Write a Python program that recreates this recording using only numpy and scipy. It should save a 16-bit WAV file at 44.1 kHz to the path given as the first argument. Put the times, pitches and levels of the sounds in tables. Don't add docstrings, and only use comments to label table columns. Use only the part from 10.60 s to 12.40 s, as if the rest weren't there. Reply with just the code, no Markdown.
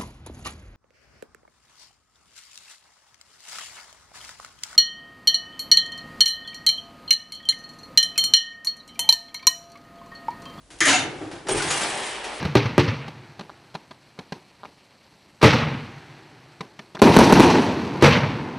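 import sys
import numpy as np
from scipy import signal
from scipy.fft import rfft, irfft, next_fast_len
from scipy.io import wavfile
from scipy.ndimage import uniform_filter1d, map_coordinates

SR = 44100
rng = np.random.default_rng(int(sys.argv[2]) if len(sys.argv) > 2 else 0)


def attenuation_scalar(level_db):
    decades = np.asarray(level_db, float) / 20
    return 10 ** decades


def transcribe(signal):
    frames = np.atleast_2d(signal).T
    limited = np.clip(frames, -1, 1)
    pcm = np.round(limited * 32767).astype(np.int16)
    wavfile.write(sys.argv[1], SR, pcm)


N = 79380

# freq_hz, density_db_per_hz
FLOOR_SPECTRUM = [(15, -28), (25, 1.5), (64, 0.5), (572, -11.5), (649, -9), (719, -12), (1470, -16.5),
                  (3950, -20), (10900, -21.5), (14200, -67), (22000, -120)]
FLOOR_DB = -57
HUM_HZ, HUM_DB = 48.8, -59

# start_s, peak_db, t60_s, box_boom_db
BUMPS = [(.085, -54.5, 4.7, -9), (.207, -30, 0.19, -5.5), (0.272, -39, 1.7, -2.5), (0.418, -38, 0.7, -9.5),
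         (0.604, -33.5, 0.2, -14), (.657, -46, 0.059, -17), (0.71, -48.5, 0.17, 8), (.852, -45, 0.34, -15),
         (0.888, -29, 0.22, -7), (0.946, -29.5, 0.22, -7), (1.038, -35.5, 0.52, -1),
         (1.199, -45.5, 0.84, -2)]
# freq_hz, width_hz, level_db
PANEL_MODES = [(274, 41, -4), (326, 47.6, 1), (397, 93, -1.5), (448, 92, -2.5), (723, 280, -12)]
# freq_hz, width_hz, level_db
BOX_MODES = [
    (101.7, 14, 0.5),
    (140.7, 32, -1.5),
    (199.5, 33, -8.5),
]
# centre_s, level_db
SWAYS = [
    (.95, -36),
    (1.08, -48),
    (1.25, -49),
]
SWAY_S, SWAY_HZ = 0.031, 29.74

# start_s, peak_db, t60_s, tilt_db_per_octave, rise_ms
TICKS = [(0.1027, -40.5, 0.43, -3.5, 1.7), (0.187, -41, 0.073, 0, 0.43), (0.2052, -7.5, 0.0072, 1.5, 0.13),
         (0.2056, -20.5, 0.13, 1, .3), (.2352, -19, .006, 1, .1), (.2403, -19, 0.0066, 4, .1),
         (.2585, -19, 0.0036, 4, 0.084), (.278, -12, 0.0044, -4, .1), (0.2846, -16, .004, 8, .1),
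         (.298, -11, 0.0044, 4, .1), (.3145, -7, 0.0047, -1, .1), (0.2523, -23, 0.29, 5.5, 2),
         (0.499, -42, 3, -7.5, 16.6), (.603, -39.5, 0.3, -10, 18), (.645, -53.5, 0.25, -16.5, 3),
         (0.7114, -35, 0.31, -7, 3), (.75, -47.5, 0.35, -10.5, 2.4), (0.8681, -28, 0.11, -9.5, 1.2),
         (0.8854, -25.5, 0.017, 4, .2), (0.8858, -23.5, 0.1, -10, 0.9), (.955, -27, 0.16, -5, 2.6),
         (1.018, -19.5, 0.13, -3, 5.6), (1.101, -15, 0.16, -2.5, 6.5), (1.13, -26, 0.21, -7, 6.2),
         (1.168, -22.5, 0.16, -0.5, 6.5), (1.208, -19.5, 0.19, -2, 9.8), (1.298, -28, 0.085, 1.5, 3.3),
         (1.372, -30.5, 0.089, 2, 3.84), (1.638, -29, 0.25, -4.5, 5)]

# time_s, force_db
CATCH_FORCE = [
    (.2045, -62),
    (.206, -17.5),
    (.222, -24),
    (.244, -25.5),
    (.256, -20),
    (.275, -24),
    (.31, -53),
]
# freq_hz, width_hz, level_db
CATCH_MODES = [(353, 30, -2.5), (1200, 52, -1.5), (1440, 200, -10.5), (1824, 59, 1.5), (2050, 100, -4.5),
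               (2236, 43, 2), (2380, 39.3, -16), (3130, 99, -2.5), (6360, 270, -6)]
# freq_hz, density_db_per_hz
CATCH_GRIT = [(41, -52), (70, -49), (342, -33), (1070, -21.5), (1810, 3.5), (2600, -10), (4600, -18),
              (6450, -27), (10900, -27), (14200, -61), (22000, -120)]
# time_s, force_db
HINGE_FORCE = [
    (.25, -60),
    (.254, -33.5),
    (.285, -18),
    (.335, -20),
    (.36, -24.5),
    (.4, -31),
    (.52, -53.5),
]
# freq_hz, width_hz, level_db
DOOR_MODES = [(270, 45, 0), (720, 160, -3.5), (1400, 210, -8), (2006, 235, 6), (2184, 91, 2.5),
              (2680, 94, 7), (2970, 120, 0.5), (3620, 42, 9.5), (6040, 233, -3.5), (6790, 250, 3.5),
              (9760, 410, -11), (10100, 750, -17)]
# freq_hz, density_db_per_hz
HINGE_GRIT = [(41, -52), (70, -36), (177, -34), (271, -12), (556, -17.5), (716, -7.5), (1120, -16.5),
              (2150, -10.5), (10900, -26.5), (14200, -53.5), (22000, -120)]

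# start_s, length_s, pitch_hz, level_db
SQUEAKS = [(0.21, 0.016, 1815, -17.5), (.2055, 0.019, 6900, -29), (0.22, 0.016, 2060, -31),
           (.242, 0.013, 1850, -24), (.26, .016, 1745, -23), (.292, .012, 1000, -25),
           (0.274, .03, 2000, -27), (0.25, 0.061, 6900, -27), (.212, 0.028, 340, -30),
           (0.265, 0.05, 276, -26.5), (0.26, 0.017, 600, -29), (0.33, 0.032, 2670, -22.5),
           (0.34, 0.03, 2110, -24.5), (0.321, 0.042, 728, -22.5), (0.33, 0.013, 820, -32),
           (0.7, 0.08, 337.1, -44), (.85, .026, 395, -37), (0.886, 0.012, 599.2, -30),
           (1, 0.011, 1470, -26), (0.892, 0.0089, 345, -23), (.911, 0.016, 385, -24),
           (.946, 0.0039, 400, -20), (.956, 0.018, 365, -26), (.9145, 0.013, 8560, -23.5),
           (.929, 0.0092, 9300, -27.5), (0.87, 0.012, 5710, -43), (0.97, 0.018, 8610, -35),
           (1.08, 0.056, 6770, -32.5), (1.35, 0.0093, 9200, -34), (1.23, 0.0093, 7600, -33),
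           (1.4, .01, 10100, -40.5), (1.44, 0.016, 7200, -42)]
SQUEAK_WET = 0.45

# time_s, force_db, weight_db, edge_contact_db
DRAG = [(.885, -43, 1, 4), (.892, -29.5, 0.5, -2), (.94, -38.5, 7, 0.5), (.97, -30, 0.5, -2.5),
        (1.014, -30.5, -1.5, -3), (1.05, -33.5, 1, -1.5), (1.1, -28.5, -2.5, -5.5), (1.16, -29, -2.5, -1.5),
        (1.198, -31, -0.5, -1), (1.242, -28, 0, -5.5), (1.29, -33.5, -2.5, -2), (1.35, -37, 3.5, -4.5),
        (1.41, -35, 2, -8), (1.46, -34.5, -3, -4), (1.55, -36.5, 1, -7), (1.625, -40.5, 2.5, -9),
        (1.7, -38.5, 3.5, -9), (1.8, -41.5, 0.5, -6.5)]
# freq_hz, width_hz, level_db
TRAY_MODES = [(368, 78, 6), (714, 27, 1), (840, 24.5, -11), (1027, 21, -13), (1720, 480, 1),
              (2705, 220, 13.5), (3080, 480, -5), (5840, 90, -29), (6700, 170, -20), (8510, 84, 1),
              (9890, 120, -3)]
# freq_hz, density_db_per_hz
TRAY_GRIT = [(110, -27), (180, -11.5), (845, 2), (1460, -6), (2720, -4), (7120, -14), (8750, -9),
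             (10900, -20), (14200, -70), (22000, -120)]
# freq_hz, share
TRAY_SPLITS = [
    [(900, 1), (1600, 0.089)],
    [(4500, 0.039), (6500, 0.93)],
]

# freq_hz, t60_s
KITCHEN_T60 = [(100, 0.39), (500, 0.64), (2500, 0.46), (9000, 0.18)]
KITCHEN_DB = -4.5

CEILING, TOP_HZ = 0.62, 11100


def unit(x):
    return x / np.sqrt(np.mean(x ** 2) + 1e-20)


def along(points, hz):
    f, v = np.transpose(points)
    return np.interp(np.log(hz + 1), np.log(f + 1), v)


def curves(rows):
    s, *cols = np.transpose(rows)
    return [np.interp(np.arange(N) / SR, s, c, left=-120) for c in cols]


def wobble(rate_hz):
    knots = rng.standard_normal(int(N * rate_hz / SR) + 4)
    return map_coordinates(knots, [np.arange(N) * rate_hz / SR])


def filtered(x, response):
    m = next_fast_len(N + SR // 2)
    return irfft(rfft(x, m) * response(np.fft.rfftfreq(m, 1 / SR)), m)[..., :N]


def modes(body):
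    def response(f):
        total = 0
        for k, (hz, width_hz, db) in enumerate(body):
            damping = 1j * f * width_hz
            total = total + (-1) ** k * attenuation_scalar(db) * damping / (hz * hz - f * f + damping)
        return total
    return response


def grit(spectrum, excite):
    return unit(filtered(excite, lambda f: attenuation_scalar(along(spectrum, f))))


def slips(rate_hz, spread_db, lumpy_db):
    hit = rng.random(N) < rate_hz / SR
    size = attenuation_scalar(spread_db * rng.exponential(size=N)) * rng.standard_normal(N)
    return unit(hit * size * attenuation_scalar(lumpy_db * wobble(90)))


def rub(force_db, body, spectrum, ring_db, excite):
    response = modes(body)
    ring = filtered(attenuation_scalar(force_db) * excite, response) / np.std(filtered(excite, response))
    return attenuation_scalar(force_db) * grit(spectrum, excite) + attenuation_scalar(ring_db) * ring


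def stroke(points):
    return np.where(np.arange(N) > points[-1][0] * SR, -120, curves(points)[0])


def floor():
    mid, side = (grit(FLOOR_SPECTRUM, rng.standard_normal(N)) for _ in range(2))
    side = filtered(side, lambda f: 0.5 * f / (f + 150))
    hum = attenuation_scalar(HUM_DB + wobble(8.3)) * np.sin(2 * np.pi * HUM_HZ * np.arange(N) / SR)
    return attenuation_scalar(FLOOR_DB) * np.array([mid + side, mid - side]) + hum


def sways():
    t = np.arange(N) / SR
    push = sum(attenuation_scalar(db) * np.exp(-((t - s) / SWAY_S) ** 2) for s, db in SWAYS)
    pitch_hz = SWAY_HZ * (1 + 0.16 * wobble(11.6))
    return push * np.sin(2 * np.pi * np.cumsum(pitch_hz) / SR)


def bumps():
    t = np.arange(N) / SR
    force = []
    for s, db, t60_s, _ in BUMPS:
        decay = attenuation_scalar(db - 60 * np.clip(t - s, 0, None) / t60_s)
        force.append(decay * np.clip((t - s) / 0.0049, 0, 1))
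    force = np.array(force)
    boom = attenuation_scalar(np.transpose(BUMPS)[-1])
    out = 0
    for body, share in (PANEL_MODES, np.ones(len(BUMPS))), (BOX_MODES, boom):
        noise = rng.standard_normal(N)
        steep = lambda f: modes(body)(f) / (1 + 1j * f / (4.0 * body[0][0])) ** 2
        out = out + filtered(share @ force * noise, steep) / np.std(filtered(noise, steep))
    return out


def ticks():
    out, t = np.zeros(N + SR), np.arange(SR // 2) / SR
    f = np.fft.rfftfreq(len(t), 1 / SR)
    highpass = 1j * f / (900 + 1j * f)
    for s, db, t60_s, tilt_db, rise_ms in TICKS:
        rise = np.minimum(t * 1000 / rise_ms, 1)
        burst = attenuation_scalar(db - 60 * t / t60_s) * rise * rng.standard_normal(len(t))
        tilt = attenuation_scalar(tilt_db * np.log2(f / 4000 + 0.18))
        out[round(s * SR):][:len(t)] += irfft(rfft(burst) * tilt * highpass, len(t))
    return out[:N]


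def catch():
    return rub(stroke(CATCH_FORCE), CATCH_MODES, CATCH_GRIT, -0.7, slips(15000, 0.43, 1.65))


def hinge():
    return rub(stroke(HINGE_FORCE), DOOR_MODES, HINGE_GRIT, -1.3, slips(15000, 2.0, 0.89))


def squeaks():
    t, out = np.arange(N) / SR, 0
    for s, length_s, hz, db in SQUEAKS:
        u = np.clip((t - s) / length_s, 0, None)
        rough_hz = 620 * hz / 8000
        flutter = attenuation_scalar(1.5 * wobble(rough_hz / 2)) * np.exp(1j * wobble(rough_hz))
        swell = 2 * np.sqrt(u) * np.exp(-u ** 3)
        out = out + attenuation_scalar(db) * swell * np.real(flutter * np.exp(2j * np.pi * hz * t))
    return out


def patchy(x, depth_db):
    z = signal.stft(x, nperseg=512)[2]
    field = uniform_filter1d(rng.standard_normal(z.shape), size=4, axis=0)
    field = uniform_filter1d(field, size=8, axis=1)
    return signal.istft(z * attenuation_scalar(depth_db * unit(field)), nperseg=512)[1][:N]


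def tray():
    force_db, weight_db, edge_db = curves(DRAG)
    excite = slips(16000, 0.85, 1.0)
    rattle = patchy(rub(np.zeros(N), TRAY_MODES, TRAY_GRIT, -5, excite), 1.3)
    low, high = (filtered(rattle, lambda f: np.clip(along(p, f), 0, 1)) for p in TRAY_SPLITS)
    parts = unit(rattle - low - high)
    parts = parts + attenuation_scalar(weight_db + wobble(25.62)) * unit(low)
    parts = parts + attenuation_scalar(edge_db + 1.2 * wobble(30.36)) * unit(high)
    return attenuation_scalar(force_db - 2.0 + 0.42 * wobble(22.13)) * parts


def kitchen(x, count=5):
    hz, t, z = signal.stft(rng.standard_normal((count, 2, SR // 2)), SR, nperseg=256)
    decay = attenuation_scalar(-60 * t / along(KITCHEN_T60, hz)[:, None])
    tail = signal.istft(z * decay, SR, nperseg=256)[1]
    tail = tail * np.sqrt(count) / np.linalg.norm(tail[:, 0])
    turn = (np.arange(N) / SR / 0.025 - np.arange(count)[:, None]) % count
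    shares = x * np.clip(1 - np.abs(turn - 1), 0, 1)
    shares = np.pad(shares, ((0, 0), (200, 0)))
    mid, side = signal.fftconvolve(shares[:, None], tail, axes=2)[..., :N].sum(0)
    side = filtered(side, lambda f: 0.67 * f / (f + 300))
    return np.array([mid + side, mid - side])


def scene():
    sing = squeaks()
    door = catch() + hinge() + bumps() + sways()
    loose = tray() + ticks() + sing
    near = door * attenuation_scalar([[0.6], [-0.6]]) + loose * attenuation_scalar([[0.4], [-0.4]])
    send = near.mean(0) - (1 - SQUEAK_WET) * sing
    return near + attenuation_scalar(KITCHEN_DB) * kitchen(send) + floor()


def band_limit(x):
    return signal.sosfilt(signal.butter(12, 11090, fs=SR, output="sos"), x)


def record(dry):
    held = dry / (1 + np.abs(dry / CEILING) ** 3) ** (1 / 3)
    mix = filtered(held, lambda f: 1 / (1 + (f / TOP_HZ) ** 150) + 0.0015 * (f < 14000))
    return band_limit(mix)


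dry = scene()
out = record(dry)
transcribe(out)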